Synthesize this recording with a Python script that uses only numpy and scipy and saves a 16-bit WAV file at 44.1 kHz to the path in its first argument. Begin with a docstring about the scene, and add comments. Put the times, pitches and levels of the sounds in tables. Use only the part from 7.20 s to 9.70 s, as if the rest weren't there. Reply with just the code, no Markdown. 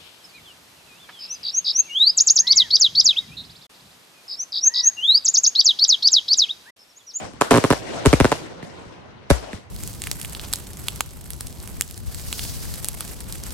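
"""Firework shells burst over an open field at night, in two quick volleys and one late report.
Each burst is a pressure pulse with a ragged crack, doubled by its bounce off the ground, plus a rough bark.
Launch tubes thud softly around them; trees scatter the bangs, and echoes and rumble roll through the night air.
The recorder delays the lows, so every pop falls in pitch, and rounds the peaks."""
import sys
import numpy as np
from scipy import signal
from scipy.io import wavfile

SR = 44100
rng = np.random.default_rng(int(sys.argv[2]) if len(sys.argv) > 2 else 0)


def transcribe(u):
    """Save the signal u as a 16-bit wav file named by the first command-line argument.

    u: samples, shape (n,) or (channels, n), limited to [-1, 1]; the rate is SR.
    q: integer samples, one column per channel.
    """
    v = np.clip(np.atleast_2d(u).T, -1, 1)
    q = np.round(v * 32767).astype(np.int16)
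    wavfile.write(sys.argv[1], SR, q)


N = 110250
T = np.arange(N) / SR
RIGHT_LAG_S, RIGHT_DB = 0.00006, 1.17   # pulses reach the right side later; pulses and cracks are louder there


def from_db(db):
    """Decibels to gain."""
    return 10 ** (np.asarray(db) / 20)


def at_hz(points, hz):
    """Read a table on a log-frequency axis."""
    table_hz, values = np.transpose(points)
    return np.interp(np.log(hz), np.log(table_hz), values)


def dying(t, t60_s):
    """Gain of a ring that loses 60 dB in the given time."""
    return np.exp(-np.log(1000) * t / t60_s)


def drift(rate_hz):
    """Smooth random stereo wander with an overall spread of 1: noise through two equal low-pass poles."""
    pole = np.exp(-2 * np.pi * rate_hz / SR)
    noise = rng.standard_normal((2, N + SR // 2))
    slow = signal.lfilter([1], [1, -2 * pole, pole * pole], noise)[:, -N:]   # drop the filter's start-up
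    return slow / slow.std()


def noise_bands():
    """Half-octave bands of stereo noise of rms 1: (centre Hz, width Hz, noise)."""
    edges = 24 * 2 ** np.arange(0, 9.6, 0.5)
    white = rng.standard_normal((2, 2, N + SR // 4))   # neighbouring bands use separate noises
    bands = []
    for k, (low, high) in enumerate(zip(edges, edges[1:])):
        band_pass = signal.butter(2, [low, high], "band", fs=SR, output="sos")
        band = signal.sosfilt(band_pass, white[k % 2])[:, -N:]
        bands.append((np.sqrt(low * high), high - low, band / band.std()))
    return bands


def shares(spectrum, bands):
    """Share of the power that a spectrum puts in each band; the shares add up to 1."""
    power = np.array([width * from_db(at_hz(spectrum, hz)) ** 2 for hz, width, _ in bands])
    return power / power.sum()


def tail_power(feeds, rise_s, t60_s):
    """Every bang (s, dB) feeds a store of scattered sound power that builds up and dies away."""
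    fed = np.zeros(N)
    for s, db in feeds:
        fed[int(s * SR)] += from_db(db) ** 2
    fall = np.exp(-2 * np.log(1000) / (t60_s * SR))
    rise = np.exp(-1 / (rise_s * SR))
    stored = signal.lfilter([1], [1, -fall], fed + 1e-18)   # tiny offset keeps the filter off zero
    return signal.lfilter([1 - rise], [1, -rise], stored)


def pulse(s, hz, damping_ratio):
    """A blast wave: a pressure jump of height 1 that swings into suction, reaching the left side first."""
    t = np.maximum(T - s - np.array([[0], [RIGHT_LAG_S]]), 0)
    live = t[0] < 0.08   # the swing has died out by then
    phase = 2 * np.pi * hz * t[:, live]
    q = np.sqrt(1 - damping_ratio ** 2)
    swing = np.cos(q * phase) - damping_ratio / q * np.sin(q * phase)
    out = np.zeros((2, N))
    out[:, live] = (phase > 0) * np.exp(-damping_ratio * phase) * swing
    return out


def bell(x, hz, q, db):
    """Raise or lower one band with a resonant equaliser."""
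    w, a = 2 * np.pi * hz / SR, from_db(db / 2)
    h, c = np.sin(w) / (2 * q), -2 * np.cos(w)
    return signal.lfilter([1 + h * a, c, 1 - h * a], [1 + h / a, c, 1 - h / a], x + 1e-18)


# Night air's spectrum: (frequency [Hz], relative density [dB per Hz])
NIGHT_AIR_SPECTRUM = [(25, -13), (80, 8.5), (200, 2.5), (600, -30.5), (2000, -7), (5000, -22),
                      (9000, -42.5), (15000, -69)]
NIGHT_AIR_DB = -50.5


def night_air_power(bands):
    """The night air is steady noise: its power in each band."""
    return shares(NIGHT_AIR_SPECTRUM, bands) * from_db(NIGHT_AIR_DB) ** 2


# Rumble's spectrum as it is fed: (frequency [Hz], relative density [dB per Hz])
RUMBLE_SPECTRUM = [(35, -5.5), (80, -4), (200, 5.5), (600, -0.5), (1400, -8.5), (3000, -13), (6000, -8.5),
                   (9000, -14.5), (11500, -36.5), (15000, -60.5)]
# Rumble's decay: (frequency [Hz], time to lose 60 dB [s])
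RUMBLE_DECAY = [(60, 2.5), (300, 5), (1000, 7.9), (3000, 3.54), (6000, 1.12), (11000, 1.2)]
RUMBLE_DB, RUMBLE_RISE_S = -42, 0.016
LINGERING_DB = -43.5   # rumble still in the air from earlier shells
SWELL_DB, SWELL_RATE_HZ, SWELL_BELOW_HZ = 1, 4.7, 1200   # the low rumble rolls unevenly


def rumble_power(bands):
    """A long rumble dulls as its highs die sooner: power by band and time."""
    feeds = [(s, RUMBLE_DB + db) for s, *_, db, _ in SHELL_BURSTS]
    feeds += [(s, RUMBLE_DB + db) for s, *_, db, _, _ in TUBE_LAUNCHES]
    out = []
    for (hz, _, _), share in zip(bands, shares(RUMBLE_SPECTRUM, bands)):
        t60_s = at_hz(RUMBLE_DECAY, hz)
        far = tail_power(feeds, RUMBLE_RISE_S, t60_s)
        if hz < SWELL_BELOW_HZ:
            far *= from_db(SWELL_DB * drift(SWELL_RATE_HZ)[0]) ** 2
        far += from_db(LINGERING_DB) ** 2 * dying(T, t60_s) ** 2
        out.append(share * far)
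    return np.array(out)


# Far echoes rolling back from the trees:
# (peak time [s], rise [s], fall [s], level [dB], hump centre [Hz], hump height before levelling [dB])
FAR_ROLLS = [(0.022, 0.072, 0.042, -32, 626, 11.5), (.250, 0.029, 0.029, -34, 1110, 20.5),
             (0.655, 0.03, 0.11, -35.5, 340, 19), (.77, 0.11, 0.12, -30.5, 604, 9),
             (1.245, 0.041, 0.027, -38.5, 357, 11), (1.61, 0.064, .05, -46, 416, 8),
             (1.73, 0.09, 0.051, -47.5, 746, 14), (2.235, 0.0085, 0.016, -34, 430, 11.5),
             (2.272, 0.023, 0.042, -37, 680, 14.5), (2.325, 0.025, 0.052, -41, 820, -2)]
# Echoes' spectrum under the hump: (frequency [Hz], relative density [dB per Hz])
ROLL_SPECTRUM = [(35, -20), (100, -1), (300, 2.5), (700, -4.5), (1400, -6), (3000, -10.5), (7000, -19.5),
                 (9000, -21.5), (11500, -48), (15000, -59)]
ROLL_WIDTH_OCTAVES = 0.33


def roll_power(bands):
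    """Far echoes swell and fade, each with a broad hump in its spectrum: power by band and time."""
    centres = np.array([hz for hz, _, _ in bands])
    base, out = shares(ROLL_SPECTRUM, bands), 0
    for s, rise_s, fall_s, db, hz, hump_db in FAR_ROLLS:
        hump = np.exp(-0.5 * (np.log2(centres / hz) / ROLL_WIDTH_OCTAVES) ** 2)
        colour = base * from_db(hump_db * hump) ** 2
        swell = np.exp(-((T - s) / np.where(T < s, rise_s, fall_s)) ** 2)
        out += np.outer(from_db(db) ** 2 * colour / colour.sum(), swell)
    return out


# Launches from the tubes, levels relative within each layer:
# (time [s], pulse [dB], pulse centre [Hz], crack [dB], click [dB],
#  scatter feed [dB], rumble feed [dB], thump [dB], thump pitch [Hz])
TUBE_LAUNCHES = [(0.030, -39, 90, -59, -57, -34, -28, -40, 66),
                 (0.136, -30.5, 240, -43, -41, -44, -24.5, -42, 80),
                 (1.4280, -22.5, 213, -44, -23, -21, -9, -31, 181),
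                 (1.655, -33, 190, -61, -58, -45, -25.5, -37, 72),
                 (2.3315, -20.5, 193, -34.5, -16.5, -18, -21, -28, 86)]
LAUNCH_DAMPING_RATIO = 0.195
CLICK_HZ, CLICK_DAMPING_RATIO = 1800, 0.115   # the knock of a tube


def launch_pulses():
    """Launches are on the ground, so each soft pulse and its click arrive once, without a bounce."""
    out = 0
    for s, db, hz, _, click_db, *_ in TUBE_LAUNCHES:
        out += from_db(db) * pulse(s, hz, LAUNCH_DAMPING_RATIO)
        out += from_db(click_db) * pulse(s, CLICK_HZ, CLICK_DAMPING_RATIO)
    return out


# Crack's spectrum: (frequency [Hz], relative density [dB per Hz])
CRACK_SPECTRUM = [(100, 3), (500, 5.5), (1200, -3), (2900, -1), (5000, -9), (9000, -6), (12000, -16.5),
                  (15000, -38)]
CRACK_RISE_S, CRACK_FALL_S = 0.0013, 0.00067   # exponential time constants
CRACK_LIKENESS, BOUNCE_CRACK_DB = 0.16, -7   # correlation of the two sides; bounced crack against the direct one
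ZING_HZ, ZING_Q, ZING_LIFT = 8930, 45, 2.37   # the cracks ring briefly in the microphone port


def crack_shape(s):
    """Envelope of the ragged front of a blast, a few milliseconds long."""
    return np.exp(np.minimum((T - s) / CRACK_RISE_S, (s - T) / CRACK_FALL_S))


def cracks():
    """The ragged front of each blast is a tick of wide noise; bursts crack again off the ground."""
    front = 0
    for s, _, _, crack_db, *_ in TUBE_LAUNCHES:
        front += from_db(crack_db) * crack_shape(s)
    for s, lag_ms, _, _, crack_db, *_ in SHELL_BURSTS:
        bounced = from_db(BOUNCE_CRACK_DB) * crack_shape(s + lag_ms / 1000)
        front += from_db(crack_db) * (crack_shape(s) + bounced)
    bands = noise_bands()
    mid, side = sum(np.sqrt(p) * band for p, (_, _, band) in zip(shares(CRACK_SPECTRUM, bands), bands))
    mid_part = np.sqrt((1 + CRACK_LIKENESS) / 2) * mid
    side_part = np.sqrt((1 - CRACK_LIKENESS) / 2) * side * [[1], [-1]]
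    dry_cracks = front * (mid_part + side_part)
    return dry_cracks + ZING_LIFT * signal.lfilter(*signal.iirpeak(ZING_HZ, ZING_Q, fs=SR), dry_cracks)


THUMP_T60_S = 0.094


def thumps():
    """Each tube rings low and hollow for a few cycles after its launch: a dying sine."""
    out = 0
    for s, *_, db, hz in TUBE_LAUNCHES:
        t = np.maximum(T - s, 0)
        out += from_db(db) * np.sin(2 * np.pi * hz * t) * dying(t, THUMP_T60_S)
    return out


# Near scatter's spectrum: (frequency [Hz], relative density [dB per Hz])
SCATTER_SPECTRUM = [(40, -13.5), (120, -8.5), (200, -6), (450, 3), (900, -1.5), (2000, -8), (4500, -12.5),
                    (8500, -15), (11500, -21.5), (13000, -39), (15000, -62)]
SCATTER_DB, SCATTER_RISE_S, SCATTER_T60_S = -22.5, 0.0016, 0.34


def scatter_power(bands):
    """Near trees scatter every bang into a bright, short tail: power by band and time."""
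    feeds = [(s, SCATTER_DB + db) for s, *_, db, _, _ in SHELL_BURSTS]
    feeds += [(s, SCATTER_DB + db) for s, *_, db, _, _, _ in TUBE_LAUNCHES]
    return np.outer(shares(SCATTER_SPECTRUM, bands), tail_power(feeds, SCATTER_RISE_S, SCATTER_T60_S))


# Stereo lean of the surroundings: (frequency [Hz], left minus right [dB])
SURROUNDINGS_BALANCE = [(100, -1.5), (400, 0.5), (1000, 2), (2500, 1.5), (5500, 10), (10000, 0)]
GRAIN_DB, GRAIN_RATE_HZ = 1, 180   # fast roughness shared by all bands of the tails
PATCHY_DB, PATCH_RATE_HZ = 2, 15   # slower unevenness, separate in each band


def surroundings():
    """Scatter, rumble, far rolls and night air all shape one set of noise bands by their summed power."""
    bands, out = noise_bands(), 0
    tails = rumble_power(bands) + roll_power(bands) + scatter_power(bands)
    grain = from_db(GRAIN_DB * drift(GRAIN_RATE_HZ))
    for (hz, _, band), tail, air in zip(bands, tails, night_air_power(bands)):
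        power = tail * grain ** 2 + air
        lean_db = at_hz(SURROUNDINGS_BALANCE, hz) * np.array([[0.5], [-0.5]])
        out += band * np.sqrt(power) * from_db(lean_db + PATCHY_DB * drift(PATCH_RATE_HZ))
    return out


ECHOES_PER_SIDE, ECHO_FIRST_S, ECHO_LAST_S = 8, 0.011, 0.13
ECHO_DB, ECHO_T60_S, ECHO_LOW_HZ = -30, 0.61, 600   # level at zero lag, its fall with lag, low cut


def trunk_echoes(reports):
    """Single trunks throw back small, thin, delayed copies of the reports, different on each side."""
    thin = signal.sosfilt(signal.butter(2, ECHO_LOW_HZ, "high", fs=SR, output="sos"), reports)
    out = np.zeros((2, N))
    for lags in rng.uniform(ECHO_FIRST_S, ECHO_LAST_S, size=(ECHOES_PER_SIDE, 2)):
        for side, lag_s in enumerate(lags):
            k = int(lag_s * SR)
            out[side, k:] += from_db(ECHO_DB) * dying(lag_s, ECHO_T60_S) * thin[side, :-k]
    return out


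# Aerial shell bursts, levels relative within each layer:
# (time [s], ground bounce lag [ms], pulse [dB], pulse centre [Hz], crack [dB], rasp [dB], rasp centre [Hz],
#  accent [Hz], accent gain [dB], hollow [Hz], hollow gain [dB],
#  scatter feed [dB], rumble feed [dB], boom [dB])
SHELL_BURSTS = [(0.2126, 7.07, 7, 633, -8.5, -5, 1285, 1080, 8.5, 1850, -17.5, -1.5, -18, -57),
                (0.3098, 7.2, 5.5, 323, -8, 0, 970, 1040, 2.5, 780, -5, -1, -3, -23),
                (0.3141, 7.33, 6.5, 338, -11, -23, 1000, 2520, -9, 2000, -9, 2, -5, -26),
                (0.3328, 7.6, 1.5, 301, -35, -17, 1090, 1090, 8, 800, -2, -19, -4.5, -47),
                (0.3417, 7.46, 5.5, 370, -18, -16, 1080, 1690, 4.5, 780, -10, -8, -7, -47),
                (0.3578, 7.47, 2.5, 306, -17, -12, 1070, 1070, 4, 800, -5, -2.5, -16, -41.5),
                (0.3752, 7.29, 3.5, 290, -12.5, -8, 1070, 1040, 3.5, 790, -12, -3.5, -5.5, -47),
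                (0.4403, 7.42, 2.5, 315, -16, -14, 1065, 1050, 7, 790, -8, -2.5, -5.5, -45),
                (0.5044, 7.3, 5, 295, -12.5, -8, 1060, 1010, 5.5, 810, -12.5, -1, -9, -22),
                (0.5264, 6.9, 0.5, 500, -17.5, -18, 1250, 1740, 7, 2170, -7, -15.5, -13, -46),
                (0.8532, 7.4, -4.5, 394, -23, -11, 1110, 397, 5.5, 1260, 1, -10, -9, -45),
                (0.8597, 7.52, 4.5, 192, -6, -15.5, 960, 417, 6, 705, -15, 2, 0, -6.5),
                (0.9299, 6.88, 8.5, 270, -11, -7, 2230, 2450, -9.5, 850, -14, -2, 2, -15),
                (1.002, 7.43, 5, 237, -10, -17, 2280, 2240, 6.5, 1800, 0, -2.5, -1.5, -11),
                (1.0453, 7.87, 5.5, 310, -19, -10, 1490, 1500, 4.5, 820, -3, -1, -3, -43),
                (1.1182, 6.83, 4.5, 560, -17, -10, 1044, 1060, 2.5, 2100, -2, -3.5, -7, -50),
                (2.1032, 7.15, 3.5, 212, -6.5, -10.5, 1530, 580, 8.5, 270, -3.5, 2, -12.5, -6)]
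BURST_DAMPING_RATIO, BOUNCE_SHARE = 0.5, 0.89   # bounce as a share of the direct pulse
ACCENT_Q, HOLLOW_Q = 4.3, 5.4   # sharpness of each shell's own colour


def burst_pulses():
    """Each burst arrives directly and again off the ground, coloured by two bells of its own."""
    out = 0
    for s, lag_ms, db, hz, _, _, _, accent_hz, accent_db, hollow_hz, hollow_db, *_ in SHELL_BURSTS:
        direct = pulse(s, hz, BURST_DAMPING_RATIO)
        bounce = BOUNCE_SHARE * pulse(s + lag_ms / 1000, hz, BURST_DAMPING_RATIO)
        accented = bell(from_db(db) * (direct + bounce), accent_hz, ACCENT_Q, accent_db)
        out += bell(accented, hollow_hz, HOLLOW_Q, hollow_db)
    return out


RASP_RISE_S, RASP_FALL_S, RASP_WIDTH = 0.0052, 0.0046, 1.14   # width: band edges as a ratio to the centre


def rasps():
    """Each casing tears with a short rough bark: a puff of noise in a narrow band of its own."""
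    out = 0
    for s, _, _, _, _, db, hz, *_ in SHELL_BURSTS:
        band_pass = signal.butter(2, [hz / RASP_WIDTH, hz * RASP_WIDTH], "band", fs=SR, output="sos")
        band = signal.sosfilt(band_pass, rng.standard_normal(N))
        t = np.maximum(T - s, 0)
        puff = (1 - np.exp(-t / RASP_RISE_S)) * np.exp(-t / RASP_FALL_S)
        out += from_db(db) * band / band.std() * puff
    return out


BOOM_START_HZ, BOOM_SAG_S = 73.3, 0.28   # the pitch has halved after the sag time
BOOM_T60_S, BOOM_RIGHT_DB = 0.15, -18.5
BOOM_LINGER_DB, BOOM_LINGER_T60_S = -19, 0.46   # the boom's slower, fainter end


def boom():
    """The heaviest blasts set the microphone booming: a low, sagging ring, mostly on the left."""
    out = 0
    for s, *_, db in SHELL_BURSTS:
        t = np.maximum(T - s, 0)
        cycles = BOOM_START_HZ * BOOM_SAG_S * np.log1p(t / BOOM_SAG_S)
        fade = dying(t, BOOM_T60_S) + from_db(BOOM_LINGER_DB) * dying(t, BOOM_LINGER_T60_S)
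        out += from_db(db) * np.sin(2 * np.pi * cycles) * fade
    return out * from_db([[0], [BOOM_RIGHT_DB]])


AIR_CUT_HZ = 1760


def through_air(pulses):
    """The air softens the edge of every pulse: a gentle one-pole treble cut."""
    return signal.sosfilt(signal.butter(1, AIR_CUT_HZ, fs=SR, output="sos"), pulses)


def scene():
    """The blasts and what the field makes of them."""
    pulses = through_air(launch_pulses() + burst_pulses())
    reports = (pulses + cracks()) * from_db([[0], [RIGHT_DB]]) + rasps()
    return reports + trunk_echoes(reports) + boom() + thumps() + surroundings()


DELAY_LOW_HZ, DELAY_HIGH_HZ = 48.4, 1150   # span of the phase lag before each side's ratio
LEFT_DELAY_RATIO, RIGHT_DELAY_RATIO = 0.96, 0.9
BASS_HZ, BASS_Q, BASS_LIFT = 102.7, 1.76, 0.7   # the microphone's bass bump; lift as added gain
PEAK_CEILING, TREBLE_CUT_HZ, TOP_STOP_HZ = 0.65, 12500, 16700


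def lag_lows(x, ratio):
    """A chain of all-pass stages: the lower the tone, the later it comes out."""
    for hz in ratio * np.geomspace(DELAY_LOW_HZ, DELAY_HIGH_HZ, num=8):
        k = np.tan(np.pi * hz / SR)
        c = (k - 1) / (k + 1)
        x = signal.lfilter([c, 1], [1, c], x)
    return x


def record(dry):
    """The bass is lifted and held back, peaks are rounded off, the top is cut."""
    left, right = dry + BASS_LIFT * signal.lfilter(*signal.iirpeak(BASS_HZ, BASS_Q, fs=SR), dry)
    wet = np.array([lag_lows(left, LEFT_DELAY_RATIO), lag_lows(right, RIGHT_DELAY_RATIO)])
    rounded = wet / (1 + (wet / PEAK_CEILING) ** 6) ** (1 / 6)
    softened = signal.sosfilt(signal.butter(4, TREBLE_CUT_HZ, fs=SR, output="sos"), rounded)
    return signal.sosfilt(signal.cheby2(12, 70, TOP_STOP_HZ, fs=SR, output="sos"), softened)


dry = scene()
out = record(dry)
transcribe(out)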